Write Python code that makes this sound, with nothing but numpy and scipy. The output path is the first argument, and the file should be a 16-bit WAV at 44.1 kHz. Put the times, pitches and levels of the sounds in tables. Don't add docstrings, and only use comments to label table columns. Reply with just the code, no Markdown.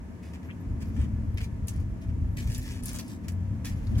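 import sys
import numpy as np
from scipy import signal
from scipy.fft import rfft, irfft, next_fast_len
from scipy.io import wavfile
from scipy.ndimage import uniform_filter1d, map_coordinates

SR = 44100
rng = np.random.default_rng(int(sys.argv[2]) if len(sys.argv) > 2 else 0)


def store_pcm(level_fs):
    pcm = np.round(np.clip(level_fs, -1, 1) * 32767).astype(np.int16)
    wavfile.write(sys.argv[1], SR, np.atleast_2d(pcm).T)


N = 176400
TOP_HZ = 15950

# (time [s], level [dB])
RUMBLE_LEVELS = [(0, -40.5), (.25, -64), (.64, -56), (.68, -48), (1.3, -41), (1.68, -47), (1.85, -32.5),
                 (2.0, -44.5), (2.22, -33), (2.42, -41.5), (2.7, -39), (3.06, -52), (3.58, -50.5),
                 (3.7, -33), (4, -52)]
# (frequency [Hz], level [dB])
RUMBLE_COLOUR = [(15, -41), (28, -13), (46, 5.5), (60, 0), (75, -3), (115, -2), (150, -31), (300, -87)]
# (time [s], level [dB])
BOOM_LEVELS = [(0, -48), (.2, -51), (.64, -47), (.69, -40.5), (1.0, -38), (1.3, -39.5), (1.68, -44),
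               (1.8, -37), (2.02, -47), (2.08, -38), (2.5, -39.5), (2.76, -44), (2.87, -42), (3.05, -49),
               (3.55, -38.5), (3.7, -42.5), (4, -36.5)]
# (frequency [Hz], level [dB])
BOOM_COLOUR = [(35, -33), (58, -10.5), (75, 0.5), (92, -2.5), (112, -3.5), (140, -12.5), (200, -46),
               (500, -97)]
# (time [s], level [dB])
PANEL_LEVELS = [(0.0, -46), (0.96, -39), (1.0, -34), (1.02, -38), (1.4, -43), (2.52, -40), (2.6, -47.5),
                (2.67, -43), (3.79, -39.5), (3.89, -46), (3.92, -34.5), (4.0, -31.5)]
# (frequency [Hz], level [dB])
PANEL_COLOUR = [(100, -58), (150, -14), (175, -1.5), (220, -8.5), (275, -8), (320, -18.5), (400, -34.5),
                (700, -37), (2000, -75)]
# (time [s], level [dB])
ROAD_LEVELS = [(0, -54.5), (1, -53.5), (2, -54.5), (3.2, -54.5), (3.85, -52.5), (4, -50.5)]
# (frequency [Hz], level [dB])
ROAD_COLOUR = [(210, -9), (350, 1.5), (420, -6), (620, -7.5), (780, -13), (1000, -11.5), (1400, -15.5),
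               (2100, -17.5), (3000, -25.5), (3900, -31.5), (6600, -29), (10000, -36), (11700, -32),
               (13200, -48), (15800, -41)]
# (pitch [Hz], width [Hz], level [dB])
WHINES = [(447.6, 5.8, -68), (660.4, 7.3, -70.5), (932, 24, -70), (1726, 38, -74.5)]
# (time [s], pitch [Hz], level [dB])
HUM = [(.6, 213.8, -50), (.8, 220.5, -43), (1.02, 220, -36.5), (1.25, 214.7, -40.5), (1.6, 212.6, -49.5),
       (2.25, 243, -46.5), (2.9, 243.9, -46.5), (3.2, 212, -43), (3.55, 222.1, -40.5), (4, 233.3, -50.5)]
# (time [s], pitch [Hz], level [dB])
DRONE_RISES = [
    [(.2, 74.2, -53), (.36, 77.4, -35), (.48, 84.1, -51), (.6, 91.5, -40.5), (.7, 97, -49)],
    [(3.15, 84.03, -46), (3.3, 90.2, -35.5), (3.42, 93.5, -31.5), (3.53, 98.44, -32), (3.62, 101.4, -50),
     (3.85, 105.1, -36.5), (4, 109, -26)],
]
# (time [s], level [dB])
BUMPS = [(0.669, -24.5), (.687, -24.5), (.734, -24.5), (0.834, -28), (.878, -34), (0.919, -39),
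         (0.964, -34), (0.987, -20), (1.003, -16.5), (1.133, -18.5), (1.197, -28), (1.283, -22),
         (1.342, -22.5), (1.421, -25), (1.524, -25.5), (1.589, -27), (1.623, -19.5), (1.756, -20),
         (1.773, -22.5), (1.815, -22.5), (1.863, -36), (1.911, -26), (2.052, -23), (2.084, -18),
         (2.144, -34), (2.181, -21), (2.219, -18.5), (2.252, -38), (2.296, -25), (2.344, -39),
         (2.457, -22.5), (2.49, -19.5), (2.586, -25.5), (2.828, -24.5), (2.931, -27), (3.741, -22),
         (3.818, -21), (3.892, -19.5), (3.923, -26), (3.964, -18.5), (3.985, -21)]
# (pitch [Hz], level [dB], time to fade by 60 dB [s])
CAB_NOTES = [(49.2, -4, 0.2), (74.2, 5, 0.11), (106.4, -2, 0.083), (166, -13, 0.083), (217.3, -12.5, 0.083)]
# (start [s], length [s], first pitch [Hz], last pitch [Hz], level [dB])
SQUEAKS = [(0.432, 0.068, 11500, 12000, -69), (.595, 0.029, 11900, 11700, -67),
           (0.85, 0.064, 11700, 11800, -68), (2.25, 0.19, 10650, 12660, -70)]
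# (pitch [Hz], level [dB])
CREAK_NOTES = [(1700, 0), (2200, -3)]
# (time [s], level [dB], centre frequency [Hz], time to fade by 60 dB [s])
TICKS = [(1.344, -45, 12000, .006), (1.373, -35.5, 2750, 0.04), (1.406, -33, 2100, 0.022),
         (1.415, -35, 3000, 0.019), (1.443, -46, 3200, .03), (1.672, -33.5, 10800, 0.01),
         (1.683, -23, 8100, 0.012), (1.696, -35, 7160, 0.013), (1.736, -45, 8000, 0.011),
         (1.763, -42, 7900, 0.015), (1.803, -49, 12000, .02), (2.372, -41, 6750, 0.018),
         (2.382, -37.5, 2550, 0.022), (2.54, -34, 11100, .008), (2.548, -22, 6100, 0.01),
         (2.581, -28.5, 13100, 0.014), (2.631, -36, 11000, .01), (2.689, -36, 5500, 0.011),
         (2.719, -35.5, 7400, .02), (2.836, -26.5, 10500, 0.014), (2.857, -22, 10700, 0.016),
         (2.873, -31, 7360, .012), (2.883, -26.5, 8100, 0.01), (2.892, -28, 8700, .012),
         (2.933, -26, 11600, 0.012), (2.952, -30, 8050, .012), (2.961, -31, 8600, .012),
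         (2.987, -25.5, 6750, 0.013), (3.081, -37, 8920, .007), (3.284, -30.5, 7300, 0.013),
         (3.321, -39, 10980, 0.0067), (3.655, -27, 6520, 0.0088), (3.669, -36, 4500, 0.0081),
         (3.87, -41, 5300, 0.019), (3.952, -41, 2395, 0.021)]
# (frequency [Hz], level [dB])
TICK_COLOUR = [(1100, -14), (2000, 3), (5000, 0), (6800, 1), (9000, -2), (11500, 1), (13000, -9),
               (15800, -7)]
# (start [s], length [s], hiss level [dB], scrape level [dB], hollow level [dB])
RUSTLES = [(0.22, 0.097, -67, -63.5, -76), (0.331, 0.024, -61.5, -58.5, -67),
           (0.423, 0.033, -71, -62.5, -68), (.803, 0.021, -57, -57.5, -72), (0.843, 0.12, -71, -69, -82),
           (0.959, 0.086, -62.5, -57, -61.5), (1.371, 0.012, -53.5, -48.5, -75),
           (1.4, 0.045, -52.5, -55, -85), (1.675, 0.018, -47.5, -60, -74), (1.706, 0.12, -66.5, -67.5, -65),
           (2.011, 0.028, -65, -62.5, -69), (2.081, 0.017, -74, -61, -75), (2.366, 0.037, -48, -47.5, -71),
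           (2.412, 0.077, -54, -59, -67), (2.498, 0.016, -46.5, -51.5, -70),
           (2.516, 0.076, -50, -57.5, -86), (2.606, 0.063, -55, -60, -83), (2.646, 0.093, -53, -53.5, -75),
           (2.742, 0.06, -59.5, -60, -75), (2.823, 0.028, -53, -62, -78), (2.857, 0.032, -43.5, -56, -56.5),
           (2.885, 0.022, -46.5, -55, -59), (2.909, 0.019, -50.5, -58, -63),
           (2.933, 0.036, -46, -57, -56.5), (2.985, 0.013, -43, -54.5, -55), (3.017, 0.095, -59, -65, -76),
           (3.079, 0.074, -57, -66.5, -64), (3.235, 0.016, -64, -63, -73), (3.281, 0.0057, -47, -50.5, -60),
           (3.644, 0.032, -43.5, -47.5, -65), (3.677, 0.022, -53, -57, -80), (3.704, 0.023, -59, -58, -76),
           (3.721, 0.52, -66.5, -67, -88), (3.976, 0.015, -49.5, -55, -62)]
# (frequency [Hz], level [dB])
HISS_COLOUR = [(1500, -29), (2800, -3), (4000, 1.5), (5100, 5), (6600, 3), (9000, -0.5), (11700, 1.5),
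               (13000, -10.5), (15800, -5)]
# (frequency [Hz], level [dB])
SCRAPE_COLOUR = [(600, -19), (1300, -12), (1500, -14), (1720, 5.5), (2000, 0.5), (2430, 4), (2800, -3.5),
                 (3300, -5.5), (4200, -21.5), (7000, -19.5), (15000, -50)]
# (frequency [Hz], level [dB])
HOLLOW_COLOUR = [(250, -6), (550, 6), (1100, 12), (1500, 8), (2500, -18), (5000, -46)]
# (frequency [Hz], likeness [1 = the same])
SIDE_LIKENESS = [(30, 0.98), (70, 1), (125, 0.96), (250, 0.58), (500, 0.72), (800, 0.43), (1200, -0.017),
                 (2000, -0.096), (6000, -0.087)]
# (frequency [Hz], level [dB])
LEFT_BOOST = [(30, -8), (70, 2), (125, 3.5), (250, 1.5), (500, -2.5), (1500, 1), (4500, 1), (8000, -4),
              (12000, 11.5)]


def amp(db):
    return 10 ** (np.asarray(db) / 20)


def unit(x):
    return x / np.sqrt(np.mean(x ** 2) + 1e-20)


def along(points, hz):
    freqs, values = np.transpose(points)
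    return np.interp(np.log(hz + 1), np.log(freqs + 1), values)


def curves(rows):
    times, *columns = np.transpose(rows)
    return [np.interp(np.arange(N) / SR, times, column) for column in columns]


def wobble(rate):
    return map_coordinates(rng.standard_normal(1024), [np.arange(N) * rate / SR], mode="wrap")


def filtered(x, response):
    n = x.shape[-1]
    padded = next_fast_len(n + 4096)
    return irfft(rfft(x, padded) * response(np.fft.rfftfreq(padded, 1 / SR)), padded)[..., :n]


def colour(points):
    return lambda hz: amp(along(points, hz))


def varied(response, spread_db, count=30):
    db = spread_db * rng.standard_normal(count)
    return lambda hz: response(hz) * amp(np.interp(hz, np.linspace(0, TOP_HZ, count), db))


def add(out, start, x):
    part = out[:, int(start * SR):][:, :x.shape[-1]]
    part += x[:, :part.shape[1]]


def stereo_noise(response):
    def split(hz):
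        angle = np.arccos(np.clip(along(SIDE_LIKENESS, hz), -1, 1)) / 2
        return response(hz) * np.array([np.cos(angle), np.sin(angle)])
    mid, side = filtered(rng.standard_normal((2, N)), split)
    return np.array([mid + side, mid - side]) / mid.std()


def steadied(x, size=4000):
    return x / np.sqrt(np.abs(uniform_filter1d(x.mean(0) ** 2, size)) + 1e-9)


def cab_echo(x, build_s=0.0021, fade_s=0.09, echo_db=-3):
    t = np.arange(SR // 8) / SR
    tail = rng.standard_normal((2, len(t))) * amp(-60 * t / fade_s) * np.clip(t / build_s, 0, 1)
    echo = signal.fftconvolve(x[None], tail / np.linalg.norm(tail[0]), axes=1)[:, :len(x)]
    lead_s = rng.normal(0.00016, 0.00005)
    direct = filtered(x, lambda hz: np.exp(1j * np.pi * hz * lead_s * np.array([[1], [-1]])))
    return direct + amp(echo_db) * echo


def rumble(boom_db=5.5, panel_db=-1):
    layers = [(RUMBLE_LEVELS, RUMBLE_COLOUR, 0),
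              (BOOM_LEVELS, BOOM_COLOUR, boom_db),
              (PANEL_LEVELS, PANEL_COLOUR, panel_db)]
    shake = sum(amp(curves(levels)[0] + db) * steadied(stereo_noise(colour(points)))
                for levels, points, db in layers)
    hush = amp(curves(ROAD_LEVELS)[0]) * stereo_noise(colour(ROAD_COLOUR))
    return shake + hush


def whines():
    return sum(amp(db) * stereo_noise(lambda hz: np.exp(-((hz - pitch) / width) ** 2))
               for pitch, width, db in WHINES)


def drone(waver_db=2, pitch_waver=0.01253, fade_s=0.05, hum_db=-3):
    t = np.arange(N) / SR
    def tone(rows):
        hz, db = curves(rows)
        start, end = rows[0][0], rows[-1][0] + fade_s
        fade = np.clip(np.minimum(t - start, end - t) / fade_s, 0, 1)
        strength = np.sqrt(2) * fade * amp(db + waver_db * wobble(18))
        pitch = hz * (1 + pitch_waver * wobble(22))
        return strength * np.sin(2 * np.pi * np.cumsum(pitch) / SR)
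    return sum(tone(rows) for rows in DRONE_RISES) + amp(hum_db) * tone(HUM)


def thumps(rise_s=0.0055, pitch_spread=0.042):
    t, out = np.arange(SR // 3) / SR, np.zeros((2, N))
    onset = 1 - np.exp(-(t / rise_s) ** 2)
    for start, db in BUMPS:
        tilt = 0.18 * (db + 20)
        ring = np.zeros(len(t))
        for hz, note_db, fade_s in CAB_NOTES:
            strength = amp(note_db + tilt * np.log2(hz / 80) - 60 * t / fade_s)
            ring += strength * np.sin(2 * np.pi * hz * rng.normal(1, pitch_spread) * t)
        add(out, start, (amp(db) * ring * onset)[None])
    return out


def squeaks(waver=0.016):
    t, out = np.arange(N) / SR, np.zeros(N)
    for start, length, first_hz, last_hz, db in SQUEAKS:
        progress = np.clip((t - start) / length, 0, 1)
        pitch = (first_hz + (last_hz - first_hz) * progress) * (1 + waver * wobble(770))
        out += amp(db) * np.sin(np.pi * progress) * np.sin(2 * np.pi * np.cumsum(pitch) / SR)
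    return out


def creak(start=0.488, slips=5, gap_s=0.0054, level_db=-37, pitch_rise=0.48, roughness=0.05):
    t, out = np.arange(SR // 40) / SR, np.zeros((1, N))
    rise_s, fade_s = 0.001, 0.012
    shape = np.minimum(t / rise_s, 1) * amp(level_db - 60 * t / fade_s)
    for slip in range(slips):
        tighten = 1 + pitch_rise * (slip / (slips - 1)) ** 2
        for hz, db in CREAK_NOTES:
            pitch = hz * tighten * (1 + roughness * wobble(1750)[:len(t)])
            ring = amp(db) * np.sin(2 * np.pi * np.cumsum(pitch) / SR)
            add(out, start + gap_s * slip, (ring * shape)[None])
    return out[0]


def ticks(level_db=-2, fall_db_per_octave=15):
    t, out = np.arange(SR // 8) / SR, np.zeros((2, N))
    for start, db, centre_hz, fade_s in TICKS:
        def piece(hz):
            octaves_away = np.abs(np.log2((hz + 1) / centre_hz))
            return colour(TICK_COLOUR)(hz) * amp(-fall_db_per_octave * octaves_away)
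        crunch = unit(filtered(rng.standard_normal(len(t)), varied(piece, spread_db=3.5)))
        snap = crunch * amp(-60 * t / fade_s)
        add(out, start, cab_echo(amp(db + level_db) * snap / np.abs(snap).max()))
    return out


def grit(size, grains_per_s=1200, spread_db=4.5, smooth_share=0.2):
    hits = (rng.random(size) < grains_per_s / SR) * rng.choice([-1, 1], size)
    grains = hits * amp(spread_db * np.clip(rng.standard_normal(size), -2, 2))
    sliding = rng.standard_normal(size)
    return np.sqrt(1 - smooth_share) * unit(grains) + np.sqrt(smooth_share) * unit(sliding)


def rustles(level_db=-1, clump_db=2, clumps_per_s=160, release_s=0.011):
    t, out = np.arange(SR // 3) / SR, np.zeros((2, N))
    for start, length, hiss_db, scrape_db, hollow_db in RUSTLES:
        tilt = 0.072 * (hiss_db - scrape_db + 1)
        def hiss(hz):
            return colour(HISS_COLOUR)(hz) * amp(tilt * np.log2(np.clip(hz / 7550, 0.5, 2)))
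        bands = [(hiss_db, hiss), (scrape_db, colour(SCRAPE_COLOUR)), (hollow_db, colour(HOLLOW_COLOUR))]
        rise_s = 0.0017 + 0.092 * length
        shape = np.clip(t / rise_s, 0, 1) * np.exp(-np.maximum(t - length, 0) / release_s)
        clumps = amp(clump_db * map_coordinates(rng.standard_normal(256), [t * clumps_per_s]))
        grains = grit(len(t))
        rustle = sum(amp(db + level_db) * unit(filtered(grains, varied(band, spread_db=0.85)))
                     for db, band in bands)
        add(out, start, cab_echo(shape * clumps * rustle))
    return out


def scene():
    handling = rustles() + ticks() + cab_echo(creak() + squeaks())
    truck = rumble() + thumps() + drone() + whines()
    return handling + truck


def record(dry, low_cut_hz=20):
    def response(hz):
        sides = amp(along(LEFT_BOOST, hz) * np.array([[0.5], [-0.5]]))
        balance = sides / np.sqrt(np.mean(sides ** 2, axis=0))
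        bass_cut = hz ** 2 / np.sqrt(hz ** 4 + low_cut_hz ** 4)
        return balance * bass_cut * (hz < TOP_HZ)
    return filtered(dry, response)


dry = scene()
out = record(dry)
store_pcm(out)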